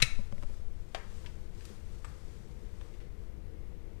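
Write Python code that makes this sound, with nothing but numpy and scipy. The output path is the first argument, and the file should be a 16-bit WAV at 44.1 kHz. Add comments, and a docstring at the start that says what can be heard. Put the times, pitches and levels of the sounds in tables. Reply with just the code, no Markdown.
"""A bathroom scale clacks down on a wooden floor: the impact excites damped modes of both.
A bare foot loads it with one knock and the second lands softly; scale and boards tick as the
weight shifts, and clothes rustle. Early on, a shifting grip bumps the hand-held camera.
The small quiet room reverberates briefly over a low rumble and a distant fan's drone.
Nearly all of the sound is in the left channel."""
import sys
import numpy as np
from scipy import signal
from scipy.fft import rfft, irfft, next_fast_len
from scipy.io import wavfile
from scipy.ndimage import map_coordinates

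SR = 44100
rng = np.random.default_rng(int(sys.argv[2]) if len(sys.argv) > 2 else 0)


def waveform_to_disk(signal):
    """Save audio, clipped to [-1, 1], as 16-bit WAV at the path in sys.argv[1]."""
    frames = np.transpose(np.atleast_2d(signal))
    scaled = np.clip(frames, -1, 1) * 32767
    samples = np.round(scaled).astype(np.int16)
    wavfile.write(sys.argv[1], SR, samples)


N = 176400
T = np.arange(SR * 3 // 4) / SR  # time axis of one event, in seconds

# the scale's feet meet the floor: start_s, level_db, highpass_hz (all levels are relative)
CLACKS = [(0.0208, -16.5, 2250), (0.0244, -7, 300)]
# modes of the scale and of the floor: pitch_hz, level_db, t60_s
SCALE_MODES = [(1360, -17, 0.035), (1797, -7.5, 0.021), (1975, -7, 0.027), (2262, -1, 0.025),
               (2546, 1.5, 0.018), (2656, -6.5, .022), (3024, -8.5, 0.017), (4038, -2.5, 0.022),
               (4180, -5, .018), (6480, -12, .01)]
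FLOOR_MODES = [(123, -10, 0.068), (154, -27, 0.093), (252, -45, 0.087), (496, -24, 0.043)]
# spectrum of the contact: frequency_hz, level_db
CLACK_SPECTRUM = [(300, -28.5), (900, -17.5), (1400, -9), (1800, -1), (2600, 5.5), (3300, -16), (4050, 2),
                  (4700, -6), (6800, -7), (8000, -11.5), (10800, -10), (11800, -27), (15500, -32.5)]


def scale_clack():
    """Impact excitation: one edge touches, then the scale lands, cracks and rings as the floor thuds."""
    out = np.zeros(N)
    for start_s, level_db, highpass_hz in CLACKS:
        body = amp(-7.5) * ring(SCALE_MODES, attack_s=0.00055)
        crack = amp(1) * contact(CLACK_SPECTRUM, grit_db=6, t60_s=0.016)
        highpass = signal.butter(2, highpass_hz, "highpass", fs=SR, output="sos")
        clack = in_room(signal.sosfilt(highpass, body + crack), wet_db=-12.5)
        thud = ring(FLOOR_MODES, attack_s=0.0043)
        add(out, start_s, amp(level_db) * (clack + thud))
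    return out


# modes of the board (first foot) and the floor (second foot): pitch_hz, level_db, t60_s
BOARD_MODES = [(685, -7, 0.066), (738, 2, .03), (1740, -7, .025), (3640, -12, .015)]
TREAD_MODES = [(197, -1.5, 0.083), (394, 2, 0.062)]
# spectrum of the scale pressed onto the board: frequency_hz, level_db
KNOCK_SPECTRUM = [(250, -7.5), (480, -1.5), (750, 0.5), (1000, 0.5), (1300, -3), (1850, -0.5), (2600, -3.5),
                  (4500, -11), (9000, -21), (12000, -33.5), (15000, -38)]


def footsteps():
    """Sudden loading: one foot knocks the scale on the board; the softer second excites low modes."""
    out = np.zeros(N)
    board = amp(-3) * ring(BOARD_MODES, attack_s=0.00027)
    crack = amp(7) * contact(KNOCK_SPECTRUM, grit_db=8.5, t60_s=0.036)
    knock = amp(-29.5) * (board + in_room(crack, wet_db=-6.5))
    tread = amp(-45.5) * ring(TREAD_MODES, attack_s=0.0034)
    add(out, start_s=0.9475, sound=knock)
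    add(out, start_s=1.7, sound=tread)
    return out


# a faint scuff just before the scale lands, then ticks as the weight shifts:
# start_s, level_db, centre_hz, width_octaves, t60_s
SCUFF_AND_TICKS = [(.002, -33.5, 1670, 0.96, 0.086), (1.245, -49.5, 760, 0.64, 0.055),
                   (1.2611, -43.5, 2600, 0.64, 0.033), (1.271, -56, 2980, 0.93, 0.023),
                   (1.6085, -52.5, 2580, 1.1, 0.022), (1.653, -48.5, 4140, 2.4, 0.024),
                   (2.0456, -42, 1150, 0.72, 0.03), (2.0476, -47, 1580, 1.24, 0.031),
                   (2.0465, -50.5, 7700, 0.26, .025), (2.8124, -56, 3000, 0.6, 0.015),
                   (2.8134, -52, 1040, 0.7, 0.017), (2.94, -56.5, 2100, 1.3, 0.24),
                   (3.004, -54, 2200, 0.9, 0.17)]


def scuff_and_ticks():
    """Stick-slip friction: each slip of scale and boards is a short burst in one broad resonance."""
    out = np.zeros(N)
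    hz = np.geomspace(20, 20000, 60)
    lowpass = (1 + (hz / 10820) ** 10) ** -0.5  # the ticks fall away above about 11 kHz
    for start_s, level_db, centre_hz, width_octaves, t60_s in SCUFF_AND_TICKS:
        resonance = (1 + (np.log2(hz / centre_hz) / width_octaves) ** 2 / 2) ** -2
        spectrum = np.c_[hz, 20 * np.log10(resonance * lowpass)]
        slip = amp(9) * contact(spectrum, grit_db=7, t60_s=t60_s)
        add(out, start_s, amp(level_db) * in_room(slip, wet_db=-8.5))
    return out


# the hand bumps the camera: start_s, thump_db, click_db, click_t60_s
BUMPS = [(0.188, -40.5, -60, .018), (0.3244, -42.5, -46, 0.014), (0.381, -51.5, -48.5, 0.0099),
         (0.426, -52, -48.5, 0.02), (.433, -45.5, -50, 0.037), (0.496, -48.5, -58, 0.022)]
# modes of its case: pitch_hz, level_db, t60_s
CASE_MODES = [(120, 8.5, 0.079), (201, 8, 0.059), (571, -3, 0.083), (995, 0.5, 0.018)]
# rumble of its swing: time_s, level_db
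SWAY_LEVEL = [(0, -24), (.2, -30.5), (.28, -40), (.36, -38), (.52, -28), (.75, -44.5), (1.0, -47), (4, -56)]
# spectra of the swing and of a click: frequency_hz, level_db
SWAY_SPECTRUM = [(3, -11), (12, 16), (20, -19.5), (45, -14), (90, -26.5), (200, -57), (600, -100)]
CLICK_SPECTRUM = [(500, 6.5), (1100, 4.5), (2500, 1.5), (4000, -9.5), (9000, -12.5), (14000, -36)]


def camera_handling():
    """Structure-borne sound: the case clicks and thumps, a little differently per grip, over a rumble."""
    out = amp(curve(SWAY_LEVEL)) * noise(SWAY_SPECTRUM, size=N)
    for start_s, thump_db, click_db, click_t60_s in BUMPS:
        click = noise(CLICK_SPECTRUM, size=len(T)) * fade(click_t60_s)
        gripped_modes = [(hz * (1 + rng.normal(0, 0.025)), db + rng.normal(0, 1.5), t60_s)
                         for hz, db, t60_s in CASE_MODES]
        thump = ring(gripped_modes, attack_s=0.0047)
        add(out, start_s, amp(thump_db) * thump + amp(click_db) * click)
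    return out


# rustle of the moving legs: time_s, level_db
RUSTLE_LEVEL = [(0, -62), (.35, -72), (.52, -67.5), (.65, -75), (.85, -74.5), (1.17, -66), (1.3, -69),
                (1.5, -74.5), (1.58, -67.5), (1.7, -62), (1.8, -71.5), (1.92, -69), (2.2, -67.5),
                (2.55, -74.5), (2.83, -70.5), (3.0, -77.5), (3.12, -83.5), (3.25, -76.5), (3.45, -100.5),
                (4, -82)]
# spectrum of brushing fabric: frequency_hz, level_db
CLOTH_SPECTRUM = [(300, -13), (1000, 2.5), (2500, -1.5), (4500, -2), (6500, -3), (8000, -4), (9500, -8),
                  (12000, -15), (15500, -18)]


def clothes():
    """Friction noise: fabric brushes as the legs move and settles once the person stands still."""
    flutter_db = 0.9 * (wobble(rate_hz=14) + wobble(rate_hz=140))
    return amp(curve(RUSTLE_LEVEL) + flutter_db) * noise(CLOTH_SPECTRUM, size=N)


# spectra of the room's noise and of the fan: frequency_hz, level_db
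ROOM_TONE_SPECTRUM = [(12, -8.5), (25, 4), (45, -0.5), (90, -5.5), (125, -14.5), (210, -19.5), (280, -31.5),
                      (570, -30.5), (750, -35), (1300, -39.5), (1750, -42), (2500, -45), (4000, -49),
                      (15000, -60)]
FAN_SPECTRUM = [(100, -23.5), (135, -0.5), (210, 1), (275, -7), (325, 2.5), (385, -2.5), (485, 1),
                (560, -14.5), (750, -21), (1700, -28.5), (2080, -19), (2500, -28.5), (5000, -44)]
# the fan grows as the camera turns: time_s, level_db
FAN_LEVEL = [(0, -65), (.8, -66), (1.15, -61), (1.8, -63), (2.5, -61), (4, -59.5)]


def room_tone_and_fan():
    """Ambient noise: steady rumble and hiss, with the broad spectral peaks of a distant fan."""
    room_tone = amp(-47) * noise(ROOM_TONE_SPECTRUM, size=N)
    fan = amp(curve(FAN_LEVEL)) * noise(FAN_SPECTRUM, size=N)
    return room_tone + fan


# reverberation time: frequency_hz, t60_s
ROOM_T60 = [(150, 0.13), (600, 0.41), (2000, 0.47), (5000, 0.41), (9000, 0.3), (14000, 0.26)]
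# spectrum of the reverberant tail: frequency_hz, level_db
TAIL_SPECTRUM = [(100, -10), (500, 6), (1800, 0), (3000, -8), (9000, -1), (14000, 0)]


def in_room(dry, wet_db):
    """Reverberation: direct sound, early scatter off nearby things, then a diffuse tail."""
    early_rise_s, tail_rise_s = 0.0023, 0.013
    hz, t, bands = signal.stft(rng.standard_normal(len(T)), SR, nperseg=256)
    bands = bands * fade(along(ROOM_T60, hz)[:, None], t) * amp(along(TAIL_SPECTRUM, hz))[:, None]
    tail = signal.istft(bands, SR, nperseg=256)[1][:len(T)] * (1 - np.exp(-(T / tail_rise_s) ** 2))
    early = rng.standard_normal(len(T)) * fade(t60_s=0.058) * (1 - np.exp(-(T / early_rise_s) ** 2))
    response = amp(wet_db) * tail / np.linalg.norm(tail) + amp(-6.5) * early / np.linalg.norm(early)
    return dry + signal.fftconvolve(dry, response)[:len(dry)]


def contact(spectrum, grit_db, t60_s):
    """Impulsive contact: a minimum-phase pulse and a decaying burst of grit share one spectrum."""
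    size = len(T)
    hz = np.fft.rfftfreq(size, 1 / SR)
    cepstrum = irfft(np.log(amp(along(spectrum, hz))), size)
    causal = np.r_[1, np.full(size // 2, 2), np.zeros(size - size // 2 - 1)]
    pulse = irfft(np.exp(rfft(cepstrum * causal)), size)
    grit = noise(spectrum, size) * fade(t60_s)
    return pulse / np.linalg.norm(pulse) + amp(grit_db) * grit / np.linalg.norm(grit)


def ring(modes, attack_s):
    """Free vibration: a sum of damped modes set off by one contact."""
    vibration = sum(amp(db) * fade(t60_s) * np.sin(2 * np.pi * hz * T) for hz, db, t60_s in modes)
    return vibration * (1 - np.exp(-T / attack_s))


def fade(t60_s, t=T):
    """Exponential decay, 60 dB in t60_s."""
    return np.exp(-np.log(1000) * t / t60_s)


def noise(spectrum, size):
    """Spectrally shaped noise of rms 1."""
    shaped = filtered(rng.standard_normal(size), lambda hz: amp(along(spectrum, hz)))
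    return shaped / np.sqrt(np.mean(shaped ** 2) + 1e-20)


def filtered(sound, gain):
    """Linear filtering by a gain that depends on frequency."""
    size = sound.shape[-1]
    padded = next_fast_len(size + 8192)
    return irfft(rfft(sound, padded) * gain(np.fft.rfftfreq(padded, 1 / SR)), padded)[..., :size]


def wobble(rate_hz):
    """Smooth random modulation, rate_hz knots a second."""
    return map_coordinates(rng.standard_normal(2048), [np.arange(N) * rate_hz / SR], mode="wrap")


def along(points, hz):
    """Interpolation of (frequency_hz, value) points on a log axis."""
    knots_hz, values = np.transpose(points)
    return np.interp(np.log(hz + 1), np.log(knots_hz + 1), values)


def curve(points):
    """Interpolation of (time_s, value) points at every sample."""
    return np.interp(np.arange(N) / SR, *np.transpose(points))


def amp(db):
    """Decibels to gain."""
    return 10 ** (np.asarray(db) / 20)


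def add(track, start_s, sound):
    """Superpose a sound on the track."""
    part = track[round(start_s * SR):][:len(sound)]
    part += sound[:len(part)]


# spectrum of the right channel's hiss: frequency_hz, level_db
HISS_SPECTRUM = [(50, -2.5), (400, -7.5), (2000, -11), (15000, -13)]


def scene():
    """Superposition at one microphone on the left; the right holds only a trace and faint hiss."""
    left = 2 * (scale_clack() + footsteps() + scuff_and_ticks() + camera_handling() + clothes()
                + room_tone_and_fan())
    right = amp(-59.5) * left + amp(-84) * noise(HISS_SPECTRUM, size=N)
    return np.array([left, right])


def record(dry):
    """Band limiting: nothing passes above the cutoff."""
    cutoff_hz = 15480
    return filtered(dry, lambda hz: hz < cutoff_hz)


dry = scene()
out = record(dry)
waveform_to_disk(out)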